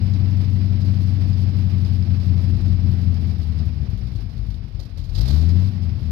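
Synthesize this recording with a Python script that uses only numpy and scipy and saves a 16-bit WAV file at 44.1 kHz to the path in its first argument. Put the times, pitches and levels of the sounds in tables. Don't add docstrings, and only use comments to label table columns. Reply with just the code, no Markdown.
import sys
import numpy as np
from scipy import signal
from scipy.fft import rfft, irfft
from scipy.io import wavfile
from scipy.ndimage import uniform_filter1d

SR = 44100
rng = np.random.default_rng(int(sys.argv[2]) if len(sys.argv) > 2 else 0)


def pcm_store(signal):
    levels = np.round(np.clip(np.atleast_2d(signal), -1, 1) * 32767)
    wavfile.write(sys.argv[1], SR, levels.astype(np.int16).T)


N = 269451
TIME = np.arange(N) / SR

# frequency in Hz, left over right in dB.
BAY_BALANCE = [(120, 14.5), (200, 11.5), (300, -3), (460, -4.5), (770, -4.5), (1280, -10), (2140, -15),
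               (3560, -26), (5500, -39.5), (8000, -33.5), (13000, -15.5)]


def exhaust(flow, octaves, pull, pedal_db, split_hz=130, left_db=3.5, echo_db=-8):
    # frequency in Hz, gain in dB.
    pipe = [(22, -38), (34, -32.5), (42, -4.5), (51, 2), (63, -6.5), (75, -3), (94, -0.5), (118, -5),
            (140, -7.5), (162, -14), (190, -9.5), (240, -20.5), (295, -26.5), (440, -41), (900, -73.5),
            (2500, -110)]
    # frequency in Hz, right over left in dB.
    right_response = [(60, -17.5), (120, -15.5), (190, -15.5), (280, -13), (450, -5.5)]
    gas = ring(flow, pipe)
    bass = signal.sosfiltfilt(signal.butter(4, split_hz, fs=SR, output="sos"), gas, padtype="even")
    boom = swell(bass, -18.5 + 8.36 * octaves + 5.4 * pull + pedal_db)
    bark = swell(gas - bass, -29.83 + 15.3 * octaves + 3.4 * pull + pedal_db)
    left = gain_of(left_db) * (boom + bark)
    return np.array([left, ring(left, right_response)]) + gain_of(echo_db) * shop_echo(left)


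def gas_flow(firing_hz, count, strays, octaves, pull, pedal_db, cylinders=8):
    # order of the engine cycle, level in dB.
    orders = [(6, -12), (8, 0), (9, -17), (10, -7), (11, -14), (12, -10), (14, -10), (15, -10), (16, -2.5),
              (17, -10), (18, -11), (19, -6), (21, -7), (23, -11), (24, -3.5), (25, -9), (26, -8), (31, -7),
              (32, -5), (40, -6)]
    # time in seconds, failed share of the charge, half-width in seconds.
    misfires = [(3.87, 0.2, 0.011), (3.992, 0.3, .016), (4.12, .6, 0.024), (4.31, 1, 0.055),
                (5.252, 0.4, 0.0053), (5.719, 0.6, 0.014), (5.998, 0.8, 0.023)]
    load = np.maximum(pull, 0)
    imbalance = .55 + .45 * np.exp(-(octaves / .28) ** 2)
    imbalance *= 1 - .87 * load
    tilt_db_per_octave = load + 1.1 * pedal_db
    beat = np.ones(N)
    for order, db in orders:
        between = order % cylinders != 0
        phase = 2 * np.pi * (order * count / cylinders + between * rng.random())
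        tilt_db = tilt_db_per_octave * np.log2(order / cylinders)
        beat += 2 * gain_of(db + tilt_db) * (imbalance if between else 1) * np.cos(phase)
    for at_s, failed, width_s in lope(count) + list(misfires):
        beat *= 1 - failed * np.exp(-((TIME - at_s) / width_s) ** 2)
    sag = 1 - np.exp(-(octaves / .62) ** 2)
    scatter = (.18 + .54 * sag) * (1 - .62 * pull) * gain_of(2.3 * pedal_db)
    return (beat - 1) * firing_hz / SR + scatter * strays


def firings(count, max_firings=640, jitter=.08):
    size_draw, time_draw = rng.standard_normal((max_firings, 2)).T
    k = np.arange(1, int(count[-1]))
    at = np.searchsorted(count, k + jitter * np.clip(time_draw[k], -2, .5))
    pulses, strays = np.zeros((2, N + 1))
    pulses[at], strays[at] = 1, size_draw[k]
    return pulses[:N], strays[:N]


def lope(count, start_s=.45, end_s=3.5, every_firings=16.55, failed=.46, worst_s=2.6):
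    first, last = np.interp([start_s, end_s], TIME, count)
    times_s = np.interp(np.arange(first, last, every_firings), count, TIME)
    widths_s = .0085 + .048 * np.exp(-((times_s - worst_s) / .41) ** 2)
    return [(at_s, failed, width_s) for at_s, width_s in zip(times_s, widths_s)]


def effort(firing_hz, idle_hz=94, full_pull_octaves_per_s=1.42, smooth_s=.08):
    octaves = np.log2(firing_hz / idle_hz)
    climb = uniform_filter1d(np.gradient(octaves) * SR, int(smooth_s * SR))
    return octaves, np.tanh(climb / full_pull_octaves_per_s)


def throttle(open_s=5.146, peak_s=5.305, shut_s=5.68, swell_s=.24, settle_s=.095, steady_share=.14):
    opened = np.clip((TIME - open_s) / .0058, 0, 1)
    shut = np.clip((TIME - shut_s) / .078, 0, 1)
    surge = np.exp(-abs(TIME - peak_s) / np.where(TIME < peak_s, swell_s, settle_s))
    draw = steady_share + (1 - steady_share) * surge
    return opened * (1 - shut) * draw, shut


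def intake(gulp, gulp_db=-44, flutter_db=3):
    # frequency in Hz, relative density in dB.
    spectrum = [(500, 7.5), (1200, -6), (2600, -8.5), (3400, -1.5), (4200, 6.5), (5000, 2.5), (5900, -7),
                (7500, -15.5), (9500, -18), (11800, -13), (14000, -17), (15700, -29)]
    # frequency in Hz, left over right in dB.
    balance = [(500, 8.5), (1300, -7.5), (2200, -3), (3600, -32), (6000, -27), (12000, -23)]
    # start in seconds, level in dB.
    spits = [(4.16, -60.5), (4.37, -62), (4.45, -63), (4.794, -51), (4.974, -54.5), (5.044, -55.5),
             (5.09, -59.5)]
    flow = gain_of(gulp_db) * gulp + bursts(spits, t60_s=.36)
    hiss = air_noise(spectrum, balance, band_hz=(3000, 6000))
    return hiss * flow * gain_of(flutter_db * wander(hz=61.5))


def fan_whirr(octaves, pull, gulp, flutter_db=1.25):
    # frequency in Hz, relative density in dB.
    spectrum = [(20, -8.5), (150, 33.5), (330, 20), (480, 11.5), (590, 8.5), (690, 11), (820, 5.5),
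                (1000, 4), (1500, 1), (2400, 2), (3200, -1.5), (4400, 0.5), (5100, 2.5), (6200, -17),
                (8000, -27.5), (10000, -25), (11800, -20.5), (14000, -23.5), (15700, -30.5)]
    level_db = -55.4 + 7.86 * octaves + 1.2 * pull + 4 * gulp
    level_db += flutter_db * wander(hz=28.8)
    return air_noise(spectrum, BAY_BALANCE, band_hz=(1000, 3000)) * gain_of(level_db)


def valve_sizzle(pulses, octaves, spread_db=11.5, power_decay_s=.009):
    # frequency in Hz, relative density in dB.
    spectrum = [(1500, -12), (3500, 5), (5000, 8), (6300, -7), (8500, -14), (11800, -6.5), (14200, -19.5),
                (15700, -13.5)]
    sizes = pulses * gain_of(spread_db * np.minimum(rng.standard_normal(N), 1))
    power = signal.lfilter([1], [1, -np.exp(-1 / (power_decay_s * SR))], sizes ** 2)
    hiss = air_noise(spectrum, BAY_BALANCE, band_hz=(3000, 6000))
    return hiss * unit_rms(np.sqrt(power)) * gain_of(-62 + 1.5 * octaves)


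def metal_ticks(left_db=-20, right_db=5):
    # start in seconds, level in dB before the channel gains.
    ticks = [(.137, -45), (.816, -46), (1.33, -47), (1.849, -47), (2.023, -48), (3.589, -49), (4.794, -50),
             (5.152, -36), (5.208, -44), (5.286, -38), (5.491, -43)]
    # frequency in Hz, relative gain in dB.
    resonance = [(300, -17), (1500, -40), (3200, -7.5), (3900, 1), (4600, -6), (4920, 10.5), (5400, -11),
                 (6000, -12), (6400, -12.5), (7200, -22), (8700, -26.5), (12000, -24), (15700, -44.5)]
    metal = unit_rms(ring(rng.standard_normal(N), resonance))
    return gain_of([[left_db], [right_db]]) * metal * bursts(ticks, t60_s=.085)


def pipe_pop(start_s=4.793, level_db=-47):
    # frequency in Hz, relative gain in dB.
    spectrum = [(100, -20), (300, 0), (700, -4), (1500, -22), (4000, -51)]
    thud = unit_rms(ring(rng.standard_normal(N), spectrum))
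    return thud * bursts([(start_s, level_db)], t60_s=.085)


def shop_echo(x, t60_s=.2, low_cut_hz=280):
    t = TIME[:SR // 2]
    tail = rng.standard_normal((2, len(t))) * gain_of(-60 * t / t60_s)
    tail /= np.linalg.norm(tail, axis=1, keepdims=True)
    upper = signal.sosfilt(signal.butter(4, low_cut_hz, "high", fs=SR, output="sos"), x)
    return signal.fftconvolve(upper[None], tail, axes=1)[:, :N]


def air_noise(spectrum, balance, band_hz):
    # frequency in Hz, correlation 0-1.
    coherence = [(100, 0.82), (400, 0.64), (800, 0.073), (1600, 0)]
    hz = np.fft.rfftfreq(N, 1 / SR)
    common, separate = rfft(rng.standard_normal((2, N)))
    same = value_at(coherence, hz)
    lean = gain_of(value_at(balance, hz))
    stereo = np.array([lean * common, same * common + np.sqrt(1 - same ** 2) * separate])
    stereo *= gain_of(value_at(spectrum, hz)) / np.sqrt(1 + 2 * same * lean + lean ** 2)
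    in_band = (hz > band_hz[0]) & (hz < band_hz[1])
    return irfft(stereo, N) / np.std(irfft(stereo.mean(0) * in_band, N))


def ring(x, response, size=16384):
    log_gain = np.log(gain_of(value_at(response, abs(np.fft.fftfreq(size, 1 / SR)))))
    impulse = np.fft.ifft(np.exp(np.conj(signal.hilbert(log_gain)))).real
    return signal.fftconvolve(x, impulse[:size // 2])[:len(x)]


def swell(x, level_db, span_s=.45):
    window = signal.windows.hann(int(span_s * SR))
    power = signal.fftconvolve(x ** 2, window, "same") / signal.fftconvolve(np.ones(N), window, "same")
    return gain_of(level_db) * x / np.sqrt(abs(power) + 1e-20)


def bursts(rows, t60_s):
    return np.sqrt(sum((TIME >= s) * gain_of(db - 60 * abs(TIME - s) / t60_s) ** 2 for s, db in rows))


def wander(hz):
    rolloff = 1 + (np.fft.rfftfreq(N, 1 / SR) / hz) ** 4
    return unit_rms(irfft(rfft(rng.standard_normal(N)) / rolloff, N))


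def value_at(rows, hz):
    row_hz, values = np.transpose(rows)
    return np.interp(np.log(hz + 1), np.log(row_hz + 1), values)


def gain_of(db):
    return 10 ** (np.asarray(db) / 20)


def unit_rms(x):
    return x / np.sqrt(np.mean(x ** 2) + 1e-20)


def scene(shut_db=-1.5):
    # time in seconds, firings per second.
    speed = [(0, 94.4), (.7, 94.3), (1.5, 93.1), (2.3, 89.6), (2.9, 89.5), (3.3, 83.2), (3.45, 77.6),
             (3.72, 75.4), (4.1, 60), (4.3, 54), (4.55, 51.5), (4.95, 42.5), (5.12, 42), (5.3, 70.2),
             (5.4, 79.6), (5.68, 97.8), (5.85, 84.3), (6.11, 76.5)]
    # time in seconds, exhaust gain in dB.
    pedal = [(0, 0.3), (2, 0.5), (2.35, 1.6), (3.22, 2), (3.45, 0), (3.72, 1), (3.95, 1.5), (5.1, 0),
             (5.22, 2), (5.56, 1), (5.65, -2.5), (5.8, 0.4)]
    firing_hz = np.interp(TIME, *np.transpose(speed))
    pedal_db = np.interp(TIME, *np.transpose(pedal))
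    count = np.cumsum(firing_hz) / SR
    octaves, pull = effort(firing_hz)
    gulp, shut = throttle()
    pulses, strays = firings(count)
    flow = gas_flow(firing_hz, count, strays, octaves, pull, pedal_db)
    tailpipe = exhaust(flow, octaves, pull, pedal_db)
    engine_bay = fan_whirr(octaves, pull, gulp) + valve_sizzle(pulses, octaves)
    engine_bay *= gain_of(shut_db * shut)
    return tailpipe + engine_bay + intake(gulp) + metal_ticks() + pipe_pop()


def record(dry):
    lowpass = signal.firwin(511, 15750, window=("kaiser", 9), fs=SR)
    return signal.oaconvolve(dry, lowpass[None], "same")


dry = scene()
out = record(dry)
pcm_store(out)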